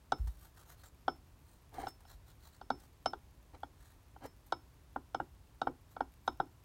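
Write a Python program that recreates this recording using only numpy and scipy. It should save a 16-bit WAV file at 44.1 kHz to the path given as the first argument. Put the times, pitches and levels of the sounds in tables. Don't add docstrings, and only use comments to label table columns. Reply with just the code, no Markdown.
import sys
import numpy as np
from scipy import signal
from scipy.fft import rfft, irfft, next_fast_len
from scipy.io import wavfile

SR = 44100
rng = np.random.default_rng(int(sys.argv[2]) if len(sys.argv) > 2 else 0)


def generate_wav(signal):
    frames = np.transpose(np.atleast_2d(signal))
    scaled = np.clip(frames, -1, 1) * 32767
    pcm = np.round(scaled).astype(np.int16)
    wavfile.write(sys.argv[1], SR, pcm)


N = 293030
TIME = np.arange(N) / SR
RING_TIME = np.arange(SR // 3) / SR


def knocks():
    # t/s, level/dB, hardness (0 cushioned, 1 bare metal), rotor ring/dB, seat stiffness (pitch ratio)
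    blows = [(0.1206, -15.5, 0.79, -53, 0.98), (1.08, -16, 0.59, -52, 0.97),
             (1.869, -27.5, 0.83, -51.5, .98), (2.051, -49.5, 0.9, -71, 0.98),
             (2.613, -36.5, 0.71, -72, 1.01), (2.7027, -17.5, 0.68, -54.5, .99),
             (3.0586, -17.5, .95, -37, 0.96), (3.1332, -26.5, 0.57, -83, 1),
             (3.6321, -28.5, 0.68, -79, 1.015), (4.162, -43, 0.26, -86, 1), (4.253, -43, .4, -64, 0.65),
             (4.5227, -18, 0.9, -58, 0.98), (4.9603, -23.5, 0.034, -86, 1.014),
             (5.146, -21, 0.66, -72, 0.98), (5.1998, -22.5, .03, -83, 1.03), (5.616, -19.5, 0.8, -70, 0.97),
             (5.6705, -18.5, 0.13, -86, 1), (5.965, -31, .45, -90, 0.97), (6.006, -18.5, 0.24, -82, 1.017),
             (6.2772, -16.5, 0.84, -62, 0.99), (6.4, -17, 0.38, -70, 0.99)]
    out = np.zeros(N)
    for start, db, hardness, ring_db, stiffness in blows:
        thud_db = db + between(-16, -21.5, hardness)
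        tick_db = db + between(-32, -10.5, hardness)
        add(out, start, undb(db) * casting_clack(hardness, stiffness))
        add(out, start, undb(thud_db) * bench_thud(rise_s=0.0042, t60=0.16))
        add(out, start, undb(tick_db) * steel_tick(db, hardness))
        add(out, start, rotor_ring(ring_db))
    return out


def casting_clack(hardness, stiffness):
    # f/Hz, level/dB, t60/s
    casting_modes = [(485, -13, .018), (684, -5, .016), (802, 0, .018), (923, -9, .022), (1025, -7.5, .018),
                     (1218, -24, .026), (1372, -9, .025), (1540, -18, .03), (1810, -30, .03)]
    seated = tilt(casting_modes, hardness)
    seated[:, 0] *= stiffness
    return ring(seated, rise_s=0.0012, scatter_db=1.5)


def bench_thud(rise_s, t60):
    # f/Hz, level/dB
    bench_spectrum = [(100, -13.5), (150, -8.5), (205, -33), (245, -1.5), (275, -3), (340, -2), (370, -5),
                      (430, -14), (600, -24.5), (2000, -72)]
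    envelope = (1 - np.exp(-RING_TIME / rise_s)) * decay(t60)
    return unit_peak(noise(len(RING_TIME), bench_spectrum) * envelope)


def steel_tick(knock_db, hardness):
    # f/Hz, level/dB, t60/s
    steel_modes = [(2243, -21, 0.061), (2870, -18.5, 0.029), (3104, -10, 0.021), (3407, -3.5, 0.015),
                   (3780, 4.5, 0.0085), (4120, -11, 0.014), (4494, -1.5, 0.013), (5255, -12.5, 0.078),
                   (6170, 3.5, 0.01), (8060, -16.5, 0.033), (8790, -14.5, 0.026)]
    # f/Hz, level/dB
    crack_spectrum = [(1500, -33), (2400, 10), (3200, 18), (4000, -20), (5000, 20), (6400, 10), (9000, 16),
                      (15000, -3)]
    crack = noise(len(RING_TIME), crack_spectrum) * np.exp(-RING_TIME / 0.0021)
    tick = ring(tilt(steel_modes, hardness), rise_s=0.004, scatter_db=4) + undb(-7) * crack
    bounce_hz = between(2950, 3760, hardness)
    tick = tick + signal.lfilter(*signal.iirpeak(bounce_hz, Q=6, fs=SR), tick)
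    top_hz = between(4900, 11600, hardness) * 2 ** (0.0352 * knock_db)
    return unit_peak(signal.sosfilt(signal.butter(3, top_hz, fs=SR, output="sos"), tick))


def rotor_ring(level_db, free_stretch=1.26, chafe_db=-38):
    # f/Hz, level/dB, nominal t60/s
    rotor_modes = [(5308, 0, .2), (5280, -9, .08), (10249, -26, .18), (2180, -13, .13)]
    stretch = free_stretch / (1 + undb(level_db - chafe_db))
    held = [(hz, db, t60 * stretch) for hz, db, t60 in rotor_modes]
    return undb(level_db) * ring(held, rise_s=0.00089, scatter_db=1)


def scrapes(release_s=0.013):
    # start t/s, length/s, level at the end/dB
    drags = [(1.716, 0.086, -47), (1.79, 0.036, -49), (1.82, 0.018, -49), (1.837, 0.037, -52),
             (3.529, 0.021, -52), (4.202, 0.053, -47.5)]
    # f/Hz, level/dB
    scrape_spectrum = [(120, -0.5), (200, -15), (258, 2.5), (383, -2), (540, -6.5), (748, 1.5), (1110, -9),
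                       (2250, -15.5), (2600, -32), (3120, -16.5), (3600, -46), (3940, -19), (4640, -29),
                       (8410, -36.5), (15000, -52)]
    # middle t/s, width/s, f/Hz, level/dB
    chatter = [(1.788, 0.0064, 742, -33.5), (1.841, 0.0053, 764, -36), (4.256, 0.0044, 497, -37.5)]
    force = np.zeros(N)
    for start, length, db in drags:
        push = np.clip((TIME - start) / length, 0, 1)
        release = np.exp(-np.clip((TIME - start - length) / release_s, 0, 20))
        force += undb(db) * push * release
    out = force * colour(grit(per_s=3000, spread_db=0), scrape_spectrum)
    for middle, width, hz, db in chatter:
        t = TIME - middle
        out += undb(db) * bell(t, width) * np.sin(2 * np.pi * hz * t)
    return out


def fingers(neutral_db=-54.5, dulling=0.48):
    # middle t/s, width/s, level/dB, squeak f/Hz
    rubs = [(0.297, 0.18, -70.5, 13000), (0.449, 0.056, -65, 13100), (0.599, 0.052, -62, 1190),
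            (0.704, 0.047, -59, 12300), (0.804, .036, -67, 4330), (0.866, 0.031, -63, 7500),
            (1.507, .097, -73, 9400), (1.8, 0.07, -61, 8800), (1.89, 0.032, -62.5, 8000),
            (2.113, 0.041, -57.5, 4100), (2.3, 0.038, -63.5, 3700), (2.452, 0.057, -63.5, 4200),
            (2.551, 0.04, -65.5, 4150), (2.819, 0.053, -64.5, 790), (3.864, .1, -67, 1790),
            (4.253, .025, -59, 11400), (4.472, 0.023, -71.5, 11900), (5.928, .031, -70, 13000),
            (6.275, 0.046, -69, 12400)]
    # f/Hz, level/dB
    skin_spectrum = [(300, -13.5), (750, 4), (1050, 0), (1400, 2), (1900, -3.5), (2500, -14.5), (3400, -8),
                     (4100, -4.5), (4900, -11), (7000, -9), (9000, -9.5), (10500, -13), (13000, -11),
                     (16000, -11)]
    # t/s, level/dB
    catches = [(0.184, -60), (0.272, -53), (.572, -61), (.835, -55), (1.742, -54), (2.006, -61)]
    hz, db = np.transpose(skin_spectrum)
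    grid_hz = np.geomspace(hz[0], hz[-1], num=120)
    skin_db = np.interp(np.log(grid_hz), np.log(hz), db)
    t = RING_TIME - RING_TIME.mean()
    slips = grit(per_s=7000, spread_db=0.5)
    out = np.zeros(N)
    for middle, width, level_db, squeak_hz in rubs:
        bright_db = dulling * (neutral_db - level_db)
        shelf_db = bright_db / 2 * np.tanh(np.log2(grid_hz / 4500))
        squeak_db = 7 * np.exp(-(np.log2(grid_hz / squeak_hz) / 0.14) ** 2)
        uneven_db = 3.5 * rng.standard_normal(len(grid_hz))
        spectrum = np.column_stack([grid_hz, skin_db + shelf_db + squeak_db + uneven_db])
        stroke = colour(slips[int(middle * SR):][:len(t)], spectrum)
        add(out, middle + t[0], undb(level_db) * bell(t, width) * stroke)
    for start, level_db in catches:
        add(out, start, undb(level_db) * noise(len(t), skin_spectrum) * np.exp(-RING_TIME / 0.0098))
    tremble_db = 3 * noise(N, [(60, -14), (120, -48), (400, -69)])
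    return out * undb(tremble_db)


def skin_crackle(level_db=-82.5):
    # f/Hz, level/dB
    creak_spectrum = [(500, -12), (4000, -0.5), (7000, -6.5), (13000, 5), (16000, -1.5)]
    creak = rng.standard_normal(len(RING_TIME)) * np.exp(-RING_TIME / 0.0013)
    creaks = signal.fftconvolve(grit(per_s=110, spread_db=-0.5), creak)[:N]
    grip_db = noise(N, [(3, 0), (12, -40), (100, -120)])
    return undb(level_db) * colour(creaks * undb(grip_db), creak_spectrum)


def microphone_bumps(hz=55.2, t60=0.081):
    # t/s, level/dB
    bumps = [(0.197, -27), (.236, -31.5), (0.271, -30.5), (2.136, -46.5)]
    out = np.zeros(N)
    for start, db in bumps:
        add(out, start, undb(db) * ring([(hz, 0, t60)], rise_s=0.011, scatter_db=0))
    return low_cut(out, hz=42)


def room(x, wet_db, early_t60, late_db, late_t60, gap_s):
    # f/Hz, level/dB
    surfaces = [(150, -14), (350, 1.5), (550, -2.5), (1100, 3), (1600, 0.5), (3500, 3), (5300, -2),
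                (12000, -12.5)]
    envelope = decay(early_t60) + undb(late_db) * decay(late_t60)
    onset = np.clip(RING_TIME / gap_s - 1, 0, 1)
    echo = noise(len(RING_TIME), surfaces) * envelope * onset
    return x + undb(wet_db) * signal.fftconvolve(x, echo / np.linalg.norm(echo))[:N]


def workshop(level_db=-60):
    # f/Hz, level/dB
    room_tone = [(15, -38), (25, -11), (59, -1), (148, -13.5), (204, -23), (246, -21), (281, -21),
                 (410, -25), (482, -27.5), (871, -28.5), (970, -27.5), (1380, -33), (2700, -37.5),
                 (4870, -40), (15500, -45)]
    return undb(level_db) * low_cut(noise(N, room_tone), hz=36)


def ring(modes, rise_s, scatter_db):
    hz, db, t60 = np.transpose(modes)[:, :, None]
    gains = undb(db + scatter_db * rng.standard_normal(hz.shape))
    gains[1::2] *= -1
    swing = np.sin(2 * np.pi * hz * RING_TIME) * decay(t60)
    onset = 1 - np.exp(-RING_TIME / rise_s)
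    return unit_peak((gains * swing).sum(axis=0) * onset)


def tilt(modes, hardness):
    hz, db, t60 = np.transpose(modes)
    db_per_octave = between(-0.9, 0.5, hardness)
    return np.column_stack([hz, db + db_per_octave * np.log2(hz / hz[0]), t60])


def between(soft, hard, hardness):
    return soft + (hard - soft) * hardness


def grit(per_s, spread_db):
    sizes = undb(spread_db * np.minimum(rng.exponential(size=N), 4))
    return unit_rms((rng.random(N) < per_s / SR) * sizes * rng.standard_normal(N))


def colour(x, spectrum):
    hz, db = np.transpose(spectrum)
    size = next_fast_len(len(x))
    bins = np.maximum(np.fft.rfftfreq(size, 1 / SR), 1)
    gains = undb(np.interp(np.log(bins), np.log(hz), db))
    return unit_rms(irfft(rfft(x, size) * gains, size)[:len(x)])


def noise(samples, spectrum):
    return colour(rng.standard_normal(samples), spectrum)


def low_cut(x, hz):
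    return signal.sosfilt(signal.butter(4, hz, "high", fs=SR, output="sos"), x)


def decay(t60):
    return np.exp(-np.log(1000) * RING_TIME / t60)


def bell(t, width):
    return np.exp(-2 * np.minimum((t / width) ** 2, 20))


def undb(db):
    return 10 ** (np.asarray(db) / 20)


def unit_rms(x):
    return x / np.sqrt(np.mean(x ** 2))


def unit_peak(x):
    return x / np.abs(x).max()


def add(out, start_s, sound):
    start = max(int(start_s * SR), 0)
    out[start:start + len(sound)] += sound[:N - start]


def scene():
    direct = knocks() + scrapes() + fingers() + skin_crackle()
    work = room(direct, wet_db=-16, early_t60=0.044, late_db=-18, late_t60=0.21, gap_s=0.0014)
    return (work + microphone_bumps() + workshop())[None]


def record(dry):
    return signal.sosfilt(signal.ellip(10, 0.1, 70, 15850, fs=SR, output="sos"), dry)


dry = scene()
out = record(dry)
generate_wav(out)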